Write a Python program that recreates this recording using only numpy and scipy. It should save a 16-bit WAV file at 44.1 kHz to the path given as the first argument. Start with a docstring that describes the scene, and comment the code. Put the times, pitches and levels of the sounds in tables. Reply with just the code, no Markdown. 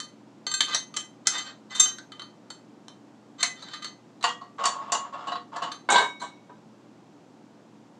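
"""Carabiner and loading pin in a home gym

A steel carabiner clinks and slides as it is worked out of a grip handle and hooked onto a loading pin.
The pin knocks and scrapes in a stack of iron plates; the handle clatters down on top. The room hums.
Each blow is a chatter of contacts: a short clack, then ringing modes. Sliding steel slips and catches."""
import sys
import numpy as np
from scipy import signal
from scipy.fft import rfft, irfft
from scipy.io import wavfile

SR = 44100
rng = np.random.default_rng(int(sys.argv[2]) if len(sys.argv) > 2 else 0)


def file_out(sig):
    """Save sig as 16-bit WAV at sys.argv[1]."""
    # one column per channel
    cols = np.atleast_2d(sig).T
    # limit, then scale
    lim = np.clip(cols, -1, 1)
    pcm = np.round(lim * 32767).astype(np.int16)
    wavfile.write(sys.argv[1], SR, pcm)


N = 352359
TIME_S = np.arange(N) / SR
AGE_S = np.arange(int(.8 * SR)) / SR  # time within one blow

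# strikes: start_s, level_db, bright_db, chatter_s, ping_hz, ring_over_clack_db
CARABINER_CLINKS = [(0.001, -38, -4.5, 0.0024, 4426, 0), (0.4662, -30.5, -9, 0.002, 4390, 7.5),
                    (0.514, -34.5, -0.5, 0.0025, 7514, 13), (0.5385, -28.5, -2, 0.0023, 4250, 4),
                    (0.6055, -20.5, -10, 0.0035, 3130, -2), (0.731, -33, -16.5, 0.007, 3180, 8),
                    (0.7455, -25.5, -3, 0.004, 5734, -4.5), (0.94, -44, -10, 0.0024, 1215, 9),
                    (0.9635, -33, -2, 0.0066, 3170, -0.5), (0.969, -42.5, 6.5, 0.0013, 3000, -21),
                    (1.2697, -25.5, 4.5, 0.0025, 5860, -6.5), (1.378, -35.5, -3.5, 0.0096, 1215, 8),
                    (1.747, -35.5, -5, 0.018, 3730, 0.5), (1.7965, -20.5, 5.5, 0.0073, 3610, 13.5),
                    (1.856, -31.5, -18, 0.0044, 3070, 15), (1.983, -45.5, -10, 0.004, 1550, -20),
                    (2.119, -46, -16, 0.0024, 3050, -1), (2.194, -41.5, -19, 0.0039, 3090, 2),
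                    (2.218, -44.5, -18.5, 0.0027, 4420, -5.5), (2.502, -42.5, -6.5, 0.0036, 4400, -6.5),
                    (2.882, -50.5, -4.5, 0.001, 3090, -5), (3.404, -37, -9.5, 0.0078, 4200, 6),
                    (3.427, -23, -3, 0.0073, 2060, -6.5), (3.62, -44, -15.5, 0.0095, 3960, -23),
                    (3.684, -48, -14, .003, 3100, 2), (3.733, -38, -17, 0.01, 1215, 0),
                    (3.821, -40.5, -16, 0.0087, 1215, 8), (3.843, -36.5, -11.5, .006, 4360, -8),
                    (4.209, -52.5, -14.5, .006, 3970, -7.5), (4.226, -40, -8, 0.0066, 2880, -9),
                    (5.716, -38, -13.5, 0.0048, 1215, 2), (6.197, -45.5, -10, 0.02, 4000, -3.5)]
# pitch_hz, level_db, t60_s
CARABINER_MODES = [(1215, -7.5, .26), (1565, -15.5, .34), (1873, -19, .42), (2020, -10, .35),
                   (2550, -16, .28), (3095, -2, .24), (3617, -4, .2), (3977, -8, .3), (4320, -12, .22),
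                   (4390, -9, .25), (4760, -12, .24), (5665, -17, .3), (6314, 1, .27), (7240, -14, .2),
                   (7514, 0, .21), (8285, -25, .2), (9398, -16, .27), (9650, -26, .2), (10180, -30, .21),
                   (10317, -19, .17), (10835, -33, .19), (11500, -56, .6)]
# dense, quickly damped vibration: freq_hz, density_db
CARABINER_CLACK = [(150, -17.5), (700, -8), (1220, 1.5), (1900, -4), (2650, -9.5), (3100, -7), (4300, 7),
                   (5150, -9), (5900, -3), (7500, -1.5), (8400, -11), (10200, -19.5), (11400, -38),
                   (15500, -38)]
# steel on steel: start_s, length_s, dry_level_db
CARABINER_SLIDES = [(.665, 0.075, -34.5), (1.252, .02, -40.5), (1.305, 0.083, -37), (1.44, 0.052, -43),
                    (1.697, 0.2, -43.5), (3.38, 0.051, -43), (3.55, 0.21, -51)]


def carabiner():
    """Light steel with a bright, long ring."""
    clinks = blows(CARABINER_CLINKS, CARABINER_MODES, CARABINER_CLACK,
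                   clack_wet_db=-1.5, ring_wet_db=-14, grit_db=-2.5, vary_db=3.5, swell_s=.025,
                   ping_db=16, ping_width_hz=80, thud_db=-10, edge_db=-14)
    return clinks + sliding(CARABINER_SLIDES, CARABINER_MODES, CARABINER_CLACK,
                            damping=1.2, dull_hz=4155, rough_db=4, rasp_db=-4.5)


# pin knocks, first struck by the carabiner, then against the plates: start_s, level_db, bright_db, chatter_s,
# ping_hz
PIN_KNOCKS = [(3.427, -47.5, -17.5, 0.0043, 2020), (4.239, -24, -13, 0.0048, 2817),
              (4.277, -40.5, -7.5, 0.011, 3300), (4.41, -54.5, -20, .016, 4400),
              (4.636, -33, -10, 0.0098, 2830), (4.653, -26.5, -1.5, 0.0058, 4460),
              (4.788, -60, -21, .003, 1080), (4.92, -30, 2, 0.0044, 5850), (4.949, -33, -7.5, 0.0013, 2820),
              (5.268, -41, -15.5, .018, 2910), (5.318, -38, -25, 0.006, 3970),
              (5.355, -41.5, -27, 0.0051, 4000), (5.56, -41.5, -11, 0.0054, 1720),
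              (5.618, -36.5, -15.5, 0.011, 2940)]
# pitch_hz, level_db, t60_s
PIN_MODES = [(488, -7.5, 0.34), (710.4, 6.5, 0.26), (1097.5, 13.5, 0.2), (1160, -10, 0.63),
             (1900, -9.5, 0.34), (2010, -11, 0.23), (2696, -5, 0.1), (2870, -9.5, 0.26),
             (3730, -14.5, 0.12), (4030, -21.5, 0.14), (4540, -4.5, 0.22), (5060, -7, 0.11),
             (5500, -23.5, 0.2), (6400, -13, 0.28), (6500, -8, 0.19), (8000, -34, 0.13), (7100, -3, 0.25),
             (7400, -24, 0.14), (9510, -16.5, .2), (10350, -28, 0.14)]
# dense, quickly damped vibration: freq_hz, density_db
PIN_CLACK = [(250, -14), (450, -14), (750, -0.5), (1080, 9), (1400, -4), (1950, -13), (2400, -19),
             (2900, -10.5), (4400, -12), (5200, -17.5), (7500, -5.5), (9500, -28.5), (11400, -39),
             (15500, -49)]
# pin along plates: start_s, length_s, dry_level_db
PIN_SLIDES = [(4.578, 0.093, -33), (4.71, .36, -44.5), (5.12, 0.024, -36), (5.17, 0.12, -42.5),
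              (5.515, 0.2, -43.5)]


def loading_pin():
    """The pin stands in the plates, which damp it to a hollow knock."""
    ring_over_clack_db = .5
    knocks = blows([(*knock, ring_over_clack_db) for knock in PIN_KNOCKS], PIN_MODES, PIN_CLACK,
                   clack_wet_db=4, ring_wet_db=-14.5, grit_db=8.5, vary_db=2.5, swell_s=.03,
                   ping_db=13.5, ping_width_hz=88, thud_db=5, edge_db=-16.5)
    return knocks + sliding(PIN_SLIDES, PIN_MODES, PIN_CLACK,
                            damping=2, dull_hz=2850, rough_db=-2.5, rasp_db=4)


# handle on top plate: start_s, level_db, bright_db, chatter_s, ping_hz
HANDLE_BOUNCES = [(5.888, -28, -25, 0.0048, 2206), (5.901, -28, -1, .009, 3840),
                  (5.92, -27.5, -1.5, 0.0075, 7120), (5.941, -25, -33.5, 0.0086, 3950),
                  (5.956, -22, -31.5, 0.0055, 3510), (5.979, -24, -16.5, 0.0077, 1010),
                  (5.994, -31.5, -10.5, 0.031, 1600), (6.215, -46.5, -4, 0.022, 4080),
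                  (6.493, -69.5, -20, 0.011, 420)]
# pitch_hz, level_db, t60_s
HANDLE_MODES = [(420, -13, .22), (805, -9, .22), (977, 2, .25), (1560, -.5, .24), (1680, -16, .2),
                (2188, -10, .2), (2228, -9, .56), (2940, -12, .25), (3458, -12, .25), (3769, -8, .26),
                (3796, -8, .4), (3990, -10, .2), (4325, -15, .24), (4760, -14, .24), (5640, -18, .42),
                (6313, -15, .25), (6910, -19, .25), (7120, -11, .16), (7385, -16, .2), (7965, -17, .22),
                (8295, -17, .24), (9250, -23, .19), (10317, -32, .18)]
# dense, quickly damped vibration: freq_hz, density_db
PLATE_CLACK = [(130, -23.5), (250, -10.5), (430, -11.5), (560, -6), (800, -4.5), (1000, 2.5), (1350, -7.5),
               (1600, -5), (2550, -12), (3700, -6.5), (5200, -21.5), (7200, -6.5), (9400, -13.5),
               (12000, -47)]


def handle():
    """The handle drops on the top plate and bounces to rest."""
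    ring_over_clack_db = 3
    return blows([(*bounce, ring_over_clack_db) for bounce in HANDLE_BOUNCES], HANDLE_MODES, PLATE_CLACK,
                 clack_wet_db=4.5, ring_wet_db=-8.5, grit_db=-2, vary_db=4, swell_s=.32,
                 ping_db=8.5, ping_width_hz=80, thud_db=7, edge_db=-18.5)


# limits of the thud, middle, treble and top edge bands: freq_hz
BAND_LIMITS_HZ = [140, 1400, 5000, 8800, 16000]


def blows(strikes, modes, clack_spectrum, clack_wet_db, ring_wet_db, grit_db, vary_db, swell_s,
          ping_db, ping_width_hz, thud_db, edge_db):
    """Each blow is a chatter of contacts: a clack while it lasts, and a ring that builds and lingers."""
    size, attack = len(AGE_S), int(.025 * SR)
    out = np.zeros(N + size)
    partials = ringing(modes, beat_hz=17, beat_depth=.36)
    mode_hz = np.array(modes)[:, 0]
    bands = [signal.butter(5, limits_hz, "band", fs=SR, output="sos")
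             for limits_hz in zip(BAND_LIMITS_HZ, BAND_LIMITS_HZ[1:])]
    for start_s, level_db, bright_db, chatter_s, ping_hz, ring_over_clack_db in strikes:
        fading = np.exp(-AGE_S / chatter_s)
        rise_s = .00055 + chatter_s ** 2 / swell_s + 1 / SR  # a long rattle swells first
        contact = fading * (1 - np.exp(-AGE_S / rise_s))
        force = contact * rng.standard_normal(size) * from_db(grit_db * flutter(900, size))
        clack = coloured(force, clack_spectrum)
        ping = (from_db(ping_db) - 1) * resonance(clack, ping_hz, ping_width_hz)
        clack = room(clack + ping, clack_wet_db)
        # the struck spot favours modes near ping_hz
        favoured_db = ping_db * np.exp(-((mode_hz - ping_hz) / ping_width_hz) ** 2)
        mode_gains = from_db(favoured_db + vary_db * rng.standard_normal(len(modes)))
        mode_gains *= rng.choice([-1, 1], len(modes))
        ring = room(mode_gains @ partials * (1 - fading ** 3), ring_wet_db)
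        blow = clack / rms(clack[:attack]) + from_db(ring_over_clack_db) * ring / rms(ring[:attack])
        start = int(start_s * SR)
        for band, tone_db in zip(bands, blow_tone_db(level_db, bright_db, thud_db, edge_db)):
            part = signal.sosfilt(band, blow)
            out[start:start + size] += from_db(level_db + tone_db) * part / rms(part[:attack])
    return out[:N]


def blow_tone_db(level_db, bright_db, thud_db, edge_db):
    """Band levels relative to the middle: more thud in softer blows; the top edge follows brightness."""
    middling_db = -33
    return thud_db + .39 * (middling_db - level_db), 0, bright_db, edge_db + .62 * bright_db


def ringing(modes, beat_hz, beat_depth):
    """One row per mode, each beating like a close pair as it dies."""
    pitch_hz, level_db, t60_s = np.transpose(modes)[:, :, None]
    split_hz = beat_hz * rng.uniform(.6, 1.4, pitch_hz.shape)
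    beat = 1 + beat_depth * np.cos(2 * np.pi * split_hz * AGE_S)
    return from_db(level_db) * decay(t60_s) * beat * np.sin(2 * np.pi * pitch_hz * AGE_S)


def sliding(strokes, modes, clack_spectrum, damping, dull_hz, rough_db, rasp_db):
    """Uneven slips and small catches rasp and keep the modes sounding, damped by the pressing hand."""
    catches_per_s, catch_db = 100, 25
    pressure = sum(from_db(level_db) * stroke(start_s, length_s)
                   for start_s, length_s, level_db in strokes)
    slips = from_db(rough_db * (flutter(70, N) + flutter(600, N))) * rng.standard_normal(N)
    catches = from_db(catch_db) * (rng.random(N) < catches_per_s / SR) * rng.choice([-1, 1], N)
    friction = slips + catches
    body = sum(from_db(level_db) * decay(t60_s / damping) * np.cos(2 * np.pi * pitch_hz * AGE_S)
               for pitch_hz, level_db, t60_s in modes)
    ring = signal.fftconvolve(friction, body)[:N]
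    scrape = ring / rms(ring) + from_db(rasp_db) * coloured(friction, clack_spectrum)
    scrape = filtered(scrape, "low", dull_hz)
    scrape = filtered(scrape, "high", 350, order=3)  # small parts radiate no bass
    return room(pressure * scrape / rms(scrape), wet_db=2)


def stroke(start_s, length_s, attack_s=.018, release_s=.015):
    """The hand presses, keeps pushing and lets go."""
    press = np.clip((TIME_S - start_s) / attack_s, 0, 1)
    release = np.exp(-np.clip((TIME_S - start_s - length_s) / release_s, 0, 20))
    return press * release


def coloured(force, spectrum):
    """A force sounding through a body with the given spectrum; rms 1."""
    freq_hz, density_db = np.transpose(spectrum)
    size = 4096
    bins_hz = np.maximum(np.fft.rfftfreq(size, 1 / SR), 1)
    gains = from_db(np.interp(np.log(bins_hz), np.log(freq_hz), density_db))
    # folding the cepstrum makes the response causal
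    cepstrum = irfft(np.log(gains))
    cepstrum[1:size // 2] *= 2
    cepstrum[size // 2 + 1:] = 0
    response = irfft(np.exp(rfft(cepstrum)))
    sound = signal.oaconvolve(force, response)[:len(force)]
    return sound / rms(sound)


def resonance(x, pitch_hz, width_hz):
    """One resonance, peak gain 1."""
    radius = np.exp(-np.pi * width_hz / SR)
    feedback = [1, -2 * radius * np.cos(2 * np.pi * pitch_hz / SR), radius ** 2]
    return signal.lfilter(np.array([1, 0, -1]) * (1 - radius ** 2) / 2, feedback, x)


def filtered(x, kind, cutoff_hz, order=2):
    """Butterworth filter."""
    return signal.sosfilt(signal.butter(order, cutoff_hz, kind, fs=SR, output="sos"), x)


def flutter(rate_hz, size):
    """Random wander, spread about 1."""
    position = np.arange(size) / SR * rate_hz
    return np.interp(position, np.arange(size // 8), rng.standard_normal(size // 8))


def decay(t60_s):
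    """Envelope losing 60 dB in t60_s."""
    return np.exp(-np.log(1000) * AGE_S / t60_s)


def from_db(db):
    """Decibels to gain."""
    return 10 ** (np.asarray(db) / 20)


def rms(x):
    """Root mean square."""
    return np.sqrt(np.mean(x ** 2) + 1e-20)


def room(x, wet_db, t60_s=.21, carpet_cutoff_hz=6300):
    """Diffuse reflections, dulled by carpet, different for each place the gear is held in."""
    onset = np.clip(AGE_S / .0019 - .5, 0, 1)
    tail = rng.standard_normal(len(AGE_S)) * decay(t60_s) * onset
    tail = filtered(tail / np.linalg.norm(tail), "low", carpet_cutoff_hz)
    return x + from_db(wet_db) * signal.fftconvolve(x, tail)[:len(x)]


# room noise: freq_hz, density_db
ROOM_AIR = [(30, -44), (50, -34.5), (70, -34.5), (100, -18.5), (140, -10), (220, -1.5), (320, -3),
            (400, -10), (900, -14), (1200, -19), (1900, -27), (7500, -35), (8500, -42.5), (15500, -62)]
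# pitch_hz, level_db
ROOM_HUM = [(120, -66.5), (162, -67.5), (214, -63.5), (290, -63.5), (366, -69.5)]


def background(air_db=-53.35, waver_rad=.52):
    """Soft room rumble and hiss with a wavering hum."""
    hum = np.zeros(N)
    for pitch_hz, level_db in ROOM_HUM:
        phase_rad = 2 * np.pi * pitch_hz * TIME_S + waver_rad * flutter(4.3, N)
        hum += from_db(level_db) * np.sqrt(2) * np.sin(phase_rad)
    return hum + from_db(air_db) * coloured(rng.standard_normal(N), ROOM_AIR)


def scene():
    """Gear and room at one microphone."""
    return (carabiner() + loading_pin() + handle() + background())[None, :]


def record(dry):
    """A small microphone loses the deep bass; the top is cut."""
    thin = filtered(dry, "high", cutoff_hz=70)
    top_cut = signal.ellip(10, .1, 80, 15900, fs=SR, output="sos")
    return signal.sosfilt(top_cut, thin)


dry = scene()
out = record(dry)
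file_out(out)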